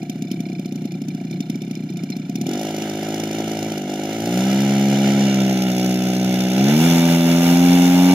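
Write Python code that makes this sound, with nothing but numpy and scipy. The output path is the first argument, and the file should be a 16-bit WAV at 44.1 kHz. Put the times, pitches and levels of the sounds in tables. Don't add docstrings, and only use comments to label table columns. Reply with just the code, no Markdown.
import sys
import numpy as np
from scipy import signal
from scipy.fft import rfft, irfft, next_fast_len
from scipy.io import wavfile
from scipy.ndimage import uniform_filter1d, map_coordinates

SR = 44100
rng = np.random.default_rng(int(sys.argv[2]) if len(sys.argv) > 2 else 0)


def linear_from_db(decibels):
    return 10 ** (np.asarray(decibels, float) / 20)


def store_pcm(level_fs):
    pcm = np.round(np.clip(level_fs, -1, 1) * 32767).astype(np.int16)
    wavfile.write(sys.argv[1], SR, np.atleast_2d(pcm).T)


N = 358964
TIME = np.arange(N) / SR

# time in s, shaft speed in turns/s, load level in dB.
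THROTTLE = [(0, 36.2, 8), (2.33, 31.3, 11.5), (2.55, 46, 3), (2.66, 53.5, 1.5), (3.68, 55.3, 1),
            (3.85, 49.8, 2.5), (4.218, 56.18, 0.5), (4.423, 64.17, -0.5), (4.619, 67.8, -1),
            (5.18, 68.04, 0), (5.701, 62.22, -1), (6.53, 62.75, -0.5), (6.62, 66.46, 2), (6.85, 84.2, -1.5),
            (7.291, 84.4, -3.5), (7.7, 88.2, -3), (7.911, 88.8, -4.5), (8.14, 91, -4.5)]
# shaft speed in turns/s, level in dB.
CRACK_LAW = [(31, -68), (50, -47), (62, -34.5), (68, -38.5), (80, -33.5), (91, -32)]
AIR_LAW = [(31, -44.5), (51, -42), (63, -33.5), (72, -29.5), (91, -24)]
# centre in Hz, width in Hz, level in dB.
BLOWDOWN = [(227.7, 232, 2.5)]
SURGE_BARK = .07


def unit(x):
    return x / np.sqrt(np.mean(x ** 2) + 1e-20)


def along(points, hz):
    f, v = np.transpose(points)
    return np.interp(np.log(hz + 1), np.log(f + 1), v)


def filtered(x, response):
    m = next_fast_len(N + 8192)
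    return irfft(rfft(x, m) * response(np.fft.rfftfreq(m, 1 / SR)), m)[..., :N]


def shaped_noise(spectrum):
    return unit(filtered(rng.standard_normal((2, N)), lambda f: linear_from_db(along(spectrum, f))))


def modes(rows):
    def response(f):
        total = 0
        for k, (c, w, db) in enumerate(rows):
            total = total + (-1) ** k * linear_from_db(db) * 1j * f * w / (c * c - f * f + 1j * f * w)
        return total
    return response


def wobble(rate_hz):
    return map_coordinates(rng.standard_normal(int(N * rate_hz / SR) + 4), [TIME * rate_hz])


def spikes(times, sizes):
    at = np.round(times * SR).astype(int)
    inside = (at >= 0) & (at < N)
    return np.bincount(at[inside], sizes[inside], N)


def puffs(times, sizes, t60):
    t = np.arange(SR // 10) / SR
    shape = linear_from_db(-60 * t / t60) * (1 - np.exp(-t / .0008))
    return signal.fftconvolve(spikes(times, sizes), shape)[:N] * rng.standard_normal((2, N))


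def shaft_hz(at=TIME):
    s, hz, load_db = np.transpose(THROTTLE)
    return np.interp(at, s, hz)


def level(law, at=TIME):
    s, hz, load_db = np.transpose(THROTTLE)
    return np.interp(shaft_hz(at), *np.transpose(law)) + np.interp(at, s, load_db)


def surge(at=TIME):
    return np.maximum(shaft_hz(at + .02) - shaft_hz(at - .02), 0) / .04


def gas_heat():
    return np.clip((shaft_hz() - 66) / 20, 0, 1)


def crankshaft(firings):
    turns = np.cumsum(shaft_hz()) / SR
    at = np.interp(firings, TIME, turns)
    whole = np.cumsum(np.maximum(np.round(np.diff(at, prepend=at[0] - 1)), 1))
    slip = whole - at
    slip = np.where(firings > 2.65, uniform_filter1d(slip, size=5), slip)
    return turns + np.interp(TIME, firings, slip), whole.astype(int)


def combustion():
    # time in s, thump in dB, crack in dB re thump.
    idle_firings = [(0.025, -22, -29), (0.092, -20.5, -20), (0.217, -20.5, -23.5), (0.31, -18, -21.5),
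                    (0.399, -19.5, -24.5), (0.525, -22.5, -32), (0.59, -20.5, -27), (0.653, -21, -26),
                    (0.718, -20.5, -28.5), (0.752, -21.5, -27), (0.849, -18.5, -29), (0.915, -27.5, -21),
                    (1.013, -21, -27.5), (1.079, -23.5, -22), (1.143, -23, -28), (1.306, -22.5, -24),
                    (1.4, -19.5, -22), (1.494, -18.5, -23), (1.551, -19.5, -29.5), (1.614, -22.5, -23),
                    (1.706, -20.5, -25), (1.897, -22, -29), (1.966, -23.5, -21), (2.031, -20.5, -25.5),
                    (2.097, -20, -23), (2.161, -21.5, -24), (2.291, -20, -27), (2.351, -19.5, -19),
                    (2.408, -16.5, -21.5)]
    half_burns = [.153, .246, .337, .461, .494, .815, .947, 1.208, 1.245, 1.334, 1.674, 1.768, 1.8, 1.832,
                  2.193, 2.38]
    # time in s, thump
    # in dB, crack in dB.
    hard_firings = [(2.462, -13, -30), (2.486, -13, -32), (2.508, -14.5, -33), (2.529, -14.5, -29),
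                    (2.55, -14, -35), (2.57, -15, -34), (2.59, -16, -32), (2.609, -14.5, -33),
                    (2.627, -17, -32), (2.646, -13, -33), (2.666, -15, -34.5), (2.683, -14, -36),
                    (2.702, -14, -33), (2.741, -12.5, -33.5), (2.761, -20, -32), (2.778, -12.5, -34),
                    (2.816, -13, -28.5), (2.853, -13.5, -42), (2.873, -18, -41), (2.892, -14, -32.5),
                    (2.912, -16, -42), (2.93, -18, -36), (2.949, -13.5, -38), (2.969, -15.5, -35),
                    (2.987, -15, -37), (3.027, -13, -32), (3.044, -18, -36), (3.082, -12.5, -33),
                    (3.1, -12.5, -34), (3.12, -15, -35), (3.138, -12, -31), (3.176, -14.5, -37),
                    (3.194, -12.5, -28), (3.232, -11.5, -28), (3.249, -14.5, -38), (3.27, -13, -34),
                    (3.306, -12.5, -30.5), (3.326, -17, -32), (3.345, -12, -34), (3.38, -13, -30),
                    (3.399, -9.5, -32.5), (3.436, -13, -35), (3.475, -13.5, -32), (3.512, -11.5, -31),
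                    (3.529, -14, -36), (3.548, -15.5, -37), (3.566, -15, -32.5), (3.584, -13, -31.5),
                    (3.605, -16, -41), (3.623, -12.5, -30), (3.644, -15, -37), (3.658, -13, -41),
                    (3.678, -17, -36),
                    (3.715, -12, -30.5), (3.774, -13, -31), (3.812, -16, -35), (3.835, -16, -43),
                   (3.854, -17, -44), (3.874, -18, -43), (3.892, -13.5, -35), (3.914, -13.5, -38),
                   (3.932, -13.5, -33), (3.955, -15, -36), (3.991, -12.5, -35), (4.031, -13.5, -32),
                   (4.049, -13.5, -33), (4.07, -15.5, -41), (4.087, -14, -35), (4.109, -14.5, -41),
                   (4.125, -15.5, -35), (4.142, -14, -39), (4.163, -14, -40), (4.181, -15, -37),
                   (4.197, -12.5, -31.5), (4.218, -15, -33), (4.234, -13, -37), (4.254, -16, -28.5)]
    # shaft speed in turns/s, level in dB.
    thump_law = [(31, -48.5), (36, -44.5), (41, -21), (50, -21), (63, -17), (84, -13.5), (90, -14.5)]
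    bark_law = [(31, -57.5), (50, -31.5), (65, -25), (84, -23.5), (91, -15.5)]
    surge_crack, surge_thump = .04, .012
    half_burn_db, half_crack_db, weak_turn_db = -23, -34, -4

    hard = np.array(hard_firings)
    hard[:, 2] -= hard[:, 1] + 9
    halves = [(s, half_burn_db, half_crack_db) for s in half_burns]
    stumble = sorted([*map(tuple, idle_firings), *halves])
    s, hit_db, crack_rel_db = np.vstack([stumble, hard]).T
    idle = np.arange(len(s)) < len(stumble)

    turns, fired = crankshaft(s)
    t = np.interp(np.arange(int(turns[-1]) + 1), turns, TIME, left=0)
    speed = shaft_hz(t)
    luck = rng.standard_normal((len(t), 4))
    opened = np.clip((speed - 37) / 4, 0, 1)
    steady = np.clip((speed - 45) / 22, 0, 1)
    rev = surge(t) * (1 - steady)
    t = t + np.abs(luck[:, 0]) * (.00005 - .00003 * steady)
    uneven_db = (2.8 - 1.9 * steady ** 3) * luck[:, 1]
    per_turn_db = -10 * np.log10(speed)

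    usual_db = level(thump_law, t) + per_turn_db
    missed_db = -5 * (speed < 40)
    thump_db = usual_db + uneven_db + surge_thump * rev + missed_db
    thump_db[fired] = np.where(idle, hit_db - 25.5, usual_db[fired] + hit_db + 13.5)
    weak = (t > hard[0, 0]) & (t < hard[-1, 0]) & ~np.isin(np.arange(len(t)), fired)
    thump_db[weak] = usual_db[weak] + weak_turn_db + luck[weak, 1]

    excess_db = thump_db - usual_db
    bark_db = level(bark_law, t) + per_turn_db + SURGE_BARK * rev
    bark_db += (1 + .6 * opened - .8 * steady) * luck[:, 2]
    bark_db += (.4 + .6 * opened * (1 - steady)) * excess_db

    crack_db = level(CRACK_LAW, t) + surge_crack * rev + 0.5 * uneven_db
    crack_db += (3 - steady) * luck[:, 3] - 8 * (1 - steady)
    crack_db[fired] = hit_db + crack_rel_db + 2.5
    return dict(late=turns - .0045 * shaft_hz(), t=t, speed=speed, luck=luck,
                opened=opened, steady=steady, rev=rev, usual_db=usual_db,
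                thump_db=thump_db, bark_db=bark_db, crack_db=crack_db)


def breeze():
    # frequency in Hz, level in dB per Hz.
    wind_spectrum = [(10, -3), (30, -1), (70, -2), (150, -28), (400, -120)]
    stir = rng.standard_normal(N) + 0.27 * rng.standard_normal((2, N))
    wind = unit(filtered(stir, lambda f: linear_from_db(along(wind_spectrum, f))))
    return linear_from_db(-67.5 + 1.4 * wobble(3.2)) * wind


def field_hush():
    # frequency in Hz, level in dB per Hz.
    hush_spectrum = [(60, -40), (200, 28), (400, 40), (1000, -91), (6000, -56), (16000, -42)]
    return linear_from_db(-52) * shaped_noise(hush_spectrum)


def air_stream(burn):
    # frequency in Hz, level in dB per Hz.
    rush_spectrum = [(400, 3), (660, 2.5), (1000, -7), (1120, -17), (1310, -3), (1870, -6.5), (2300, -2.5),
                     (2530, -8.5), (2890, -1), (4640, -13), (6130, -7), (7500, -17.5), (9750, -79),
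                     (16500, -120)]
    jet_spectrum = [(2940, -61), (5000, -19), (6080, -16), (6950, 14), (7760, 0), (11600, 6), (14900, 5),
                    (16200, -13), (16500, -48)]
    surge_jet = .04
    rush_db = level(AIR_LAW) - 19 * np.clip((46 - shaft_hz()) / 11, 0, 1)
    jet_db = level(CRACK_LAW) - 10.0 + 11 * gas_heat() + surge_jet * surge()
    throb = linear_from_db(2 * np.cos(2 * np.pi * burn["late"]) + 1.06 * wobble(20))
    rush = linear_from_db(rush_db + 3.5) * shaped_noise(rush_spectrum)
    return throb * (rush + linear_from_db(jet_db) * shaped_noise(jet_spectrum))


def intake_rattle(burn):
    # centre in Hz, width in Hz, level in dB.
    crankcase = [(2330, 240, 4.5), (2740, 690, -6), (3600, 105, 1), (4120, 89, 2), (5110, 590, -2)]
    suction = puffs(burn["t"] - 0.31 / burn["speed"], linear_from_db(3.5 * burn["luck"][:, 2]), t60=.045)
    rattle = unit(filtered(suction, lambda f: modes(crankcase)(f) ** 2))
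    return linear_from_db(level(AIR_LAW) - 11.0 - 1.5 * gas_heat()) * rattle


def port_crack(burn):
    # frequency in Hz, level in dB per Hz.
    crack_spectrum = [(1470, -28), (2500, 0), (2840, -6), (3190, -0.5), (3570, -5), (3890, -8), (5010, -4),
                      (6250, 0.5), (6870, -3), (7980, -20.5), (11800, -13), (15600, -21), (16500, -60)]
    # centre in Hz, width in Hz, level in dB.
    fins = [(3638, 10.7, 19), (4150, 180, 3), (5140, 110, 0), (6400, 250, 6.5), (7120, 71, -37),
            (8540, 53, -80), (11740, 190, 12), (14000, 730, -20)]
    # time in s, level in dB.
    stray = [
        (1.753, -28),
    ]
    tick_s, tick_db = np.transpose(stray)
    burst = puffs(burn["t"] + .0043, linear_from_db(burn["crack_db"]), t60=.03)
    burst += puffs(tick_s, linear_from_db(tick_db - 4.0), t60=0.0074)
    return filtered(burst, lambda f: linear_from_db(along(crack_spectrum, f) + 21.5)
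                    * (1 + linear_from_db(-6.0) * modes(fins)(f)))


def shaft_orders(burn):
    # shaft speed in turns/s, level in dB.
    second_order = [(31, -70), (51, -56), (56, -38), (63, -33), (68, -27), (82, -18.5), (91, -13.5)]
    third_order = [(31, -54), (54.4, -49.5), (56.3, -40), (62, -23), (68, -20), (83, -21.5), (89, -13.5)]
    fourth_order = [(31, -68), (50, -38), (54, -38), (57, -33), (62, -29.5), (68, -29), (84, -29),
                    (91, -32.5)]
    second_db = level(second_order)
    levels_db = second_db - 18, second_db, level(third_order), level(fourth_order)
    lags_turns = -.32, -.15, -.25, .15
    tones = np.zeros(N)
    for k, (db, lag) in enumerate(zip(levels_db, lags_turns)):
        phase = 2 * np.pi * ((k + 1) * burn["late"] + lag + .015 * wobble(25))
        tones -= linear_from_db(db + 6.5 + .6 * wobble(14)) * np.cos(phase)
    return tones * np.interp(TIME, burn["t"], burn["opened"])


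def pipe_bark(burn):
    # centre in Hz, width in Hz, level in dB.
    pipe_cool = [(741, 98.4, 0.5), (555, 68, 0), (819.3, 13, -3.5)]
    pipe_hot = [(797, 114, 0.5), (590.4, 15, 2.5), (907, 40, -6), (1200, 29.2, -4)]
    wheeze = [(704.5, 43, 0)]
    t, opened, heat = burn["t"], burn["opened"], gas_heat()
    breath_db = burn["bark_db"] - SURGE_BARK * burn["rev"] + 33 - 13 * opened
    breath = puffs(t, linear_from_db(breath_db), t60=.09)
    blow_sizes = -linear_from_db(burn["bark_db"] + 62) * (.3 + .7 * opened)
    blows = spikes(t + .003 - .0025 * opened, blow_sizes) + breath[0]
    bark = filtered((1 - heat) * blows, lambda f: modes(pipe_cool)(f) ** 2)
    bark += filtered(heat * blows, lambda f: modes(pipe_hot)(f) ** 2)
    idle_breath = breath[1] * np.interp(TIME, t, 1 - opened)
    return bark + linear_from_db(9.5) * filtered(idle_breath, lambda f: modes(wheeze)(f) ** 2)


def muffler_ring(burn):
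    # centre in Hz, width in Hz, level in dB.
    can_idle = [(157, 54, 7), (179.5, 14.3, 11), (278.7, 7.7, -2), (339, 37, -2.5)]
    can_open = [(167, 35, 3), (237.4, 23, 3.5), (267.6, 54, -4.5), (372, 8.7, -8)]
    opened, luck = burn["opened"], burn["luck"]
    scatter_db = (2.5 - 1.2 * opened) * luck[:, 0]
    pumped = linear_from_db(burn["usual_db"] + 71.0 + scatter_db - 13.6 * opened)
    pumped += linear_from_db(burn["thump_db"] + 43.0 - 5.6 * opened)
    choked = np.clip(burn["rev"] / 8, 0, 1) * np.clip((burn["speed"] - 37) / 6, 0, 1)
    pumped *= linear_from_db(-6 * choked)
    pumped *= (1 - burn["steady"]) ** 2
    slack_s = .0004 * (1 - opened) * luck[:, 2]
    at = burn["t"] + 0.004795 + slack_s
    ring = np.zeros(N)
    for share, can in ((1 - opened, can_idle), (opened, can_open)):
        ring += filtered(spikes(at, share * pumped), lambda f: modes(BLOWDOWN)(f) ** 2 * modes(can)(f))
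    return ring


def exhaust_thump(burn):
    # centre in Hz, width in Hz, level in dB.
    blowdown_open = [(316.7, 252, 0.014)]
    t, opened, thump_db = burn["t"], burn["opened"], burn["thump_db"]

    def idle_slug(f):
        roll_off = 1 / (1 + 1.1j * f / 370 - (f / 370) ** 2) ** 2
        return modes(BLOWDOWN)(f) ** 4 * roll_off

    def open_slug(f):
        return modes(blowdown_open)(f) ** 4 * 300 / (1 + 1j * f)

    idle_hits = spikes(t + .0004, (opened - 1) * linear_from_db(thump_db + 65))
    open_hits = spikes(t - .0005, opened * linear_from_db(thump_db + 61.5))
    return filtered(idle_hits, idle_slug) + filtered(open_hits, open_slug)


def engine():
    burn = combustion()
    voiced = exhaust_thump(burn) + muffler_ring(burn) + pipe_bark(burn) + shaft_orders(burn)
    return voiced, port_crack(burn) + intake_rattle(burn) + air_stream(burn)


def ports(pair):
    # frequency in Hz, likeness from 0 to 1.
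    alike = [(100, .999), (600, 0.97), (1200, 0.82), (4000, 0.75), (8000, 0.58), (14000, 0.6)]
    # frequency in Hz, left minus right in dB.
    tilt = [(60, 0.0), (92, 0.0), (140, 0.0), (210, 0.0), (330, 0.5), (500, -0.5), (770, 0.5), (1170, -2.0),
            (1790, -5.5), (2740, -5.0), (4190, 2.0), (6410, -1.0), (7900, 9), (11000, 10.5), (12300, -1),
            (15000, -0.5)]
    # frequency in Hz, phase in radians.
    lead = [(0, 0), (2330, -0.6), (3450, -11.1), (4480, -13.3), (5250, -13.6), (5860, -14.8), (7150, -18.9),
            (11300, -18.2), (11700, -20.2), (12800, -19.7), (13400, -21.9), (14000, -22.0), (14600, -25.1),
            (16300, -25.1)]
    pan_start_s, pan_lasts_s, pan_lag_samples = 5.1, .45, 3
    side = np.array([[1], [-1]])

    def blend(f):
        angle = np.arccos(np.clip(along(alike, f), 0, 1)) / 2
        return np.array([np.cos(angle), np.sin(angle)])

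    def shade(f):
        bass = 1 - .55 * np.exp(-f / 900)
        phase = side * bass * np.interp(f, *np.transpose(lead))
        return linear_from_db(side * along(tilt, f) / 2) * np.exp(.5j * phase)

    common, apart = filtered(pair, blend)
    left, right = filtered(common + side * apart, shade)
    lag = pan_lag_samples * np.clip((TIME - pan_start_s) / pan_lasts_s, 0, 1)
    return np.array([map_coordinates(left, [np.arange(N) - lag], order=5), right])


def scene():
    voiced, noisy = engine()
    echo_s = np.array([[.00115], [.00142]])
    echoed = filtered(ports(noisy), lambda f: 1 + 0.24 * np.exp(-2j * np.pi * f * echo_s))
    return ports(field_hush() + voiced * [[1], [0]]) + echoed


def low_pass(x):
    return signal.sosfilt(signal.butter(12, 16720, fs=SR, output="sos"), x)


def record(dry):
    low_cut = lambda f: ((1j * f / 100) ** 2 / (1 + 1.4j * f / 100 - (f / 100) ** 2)) ** 2
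    return low_pass(filtered(dry, low_cut) + breeze())


dry = scene()
out = record(dry)
store_pcm(out)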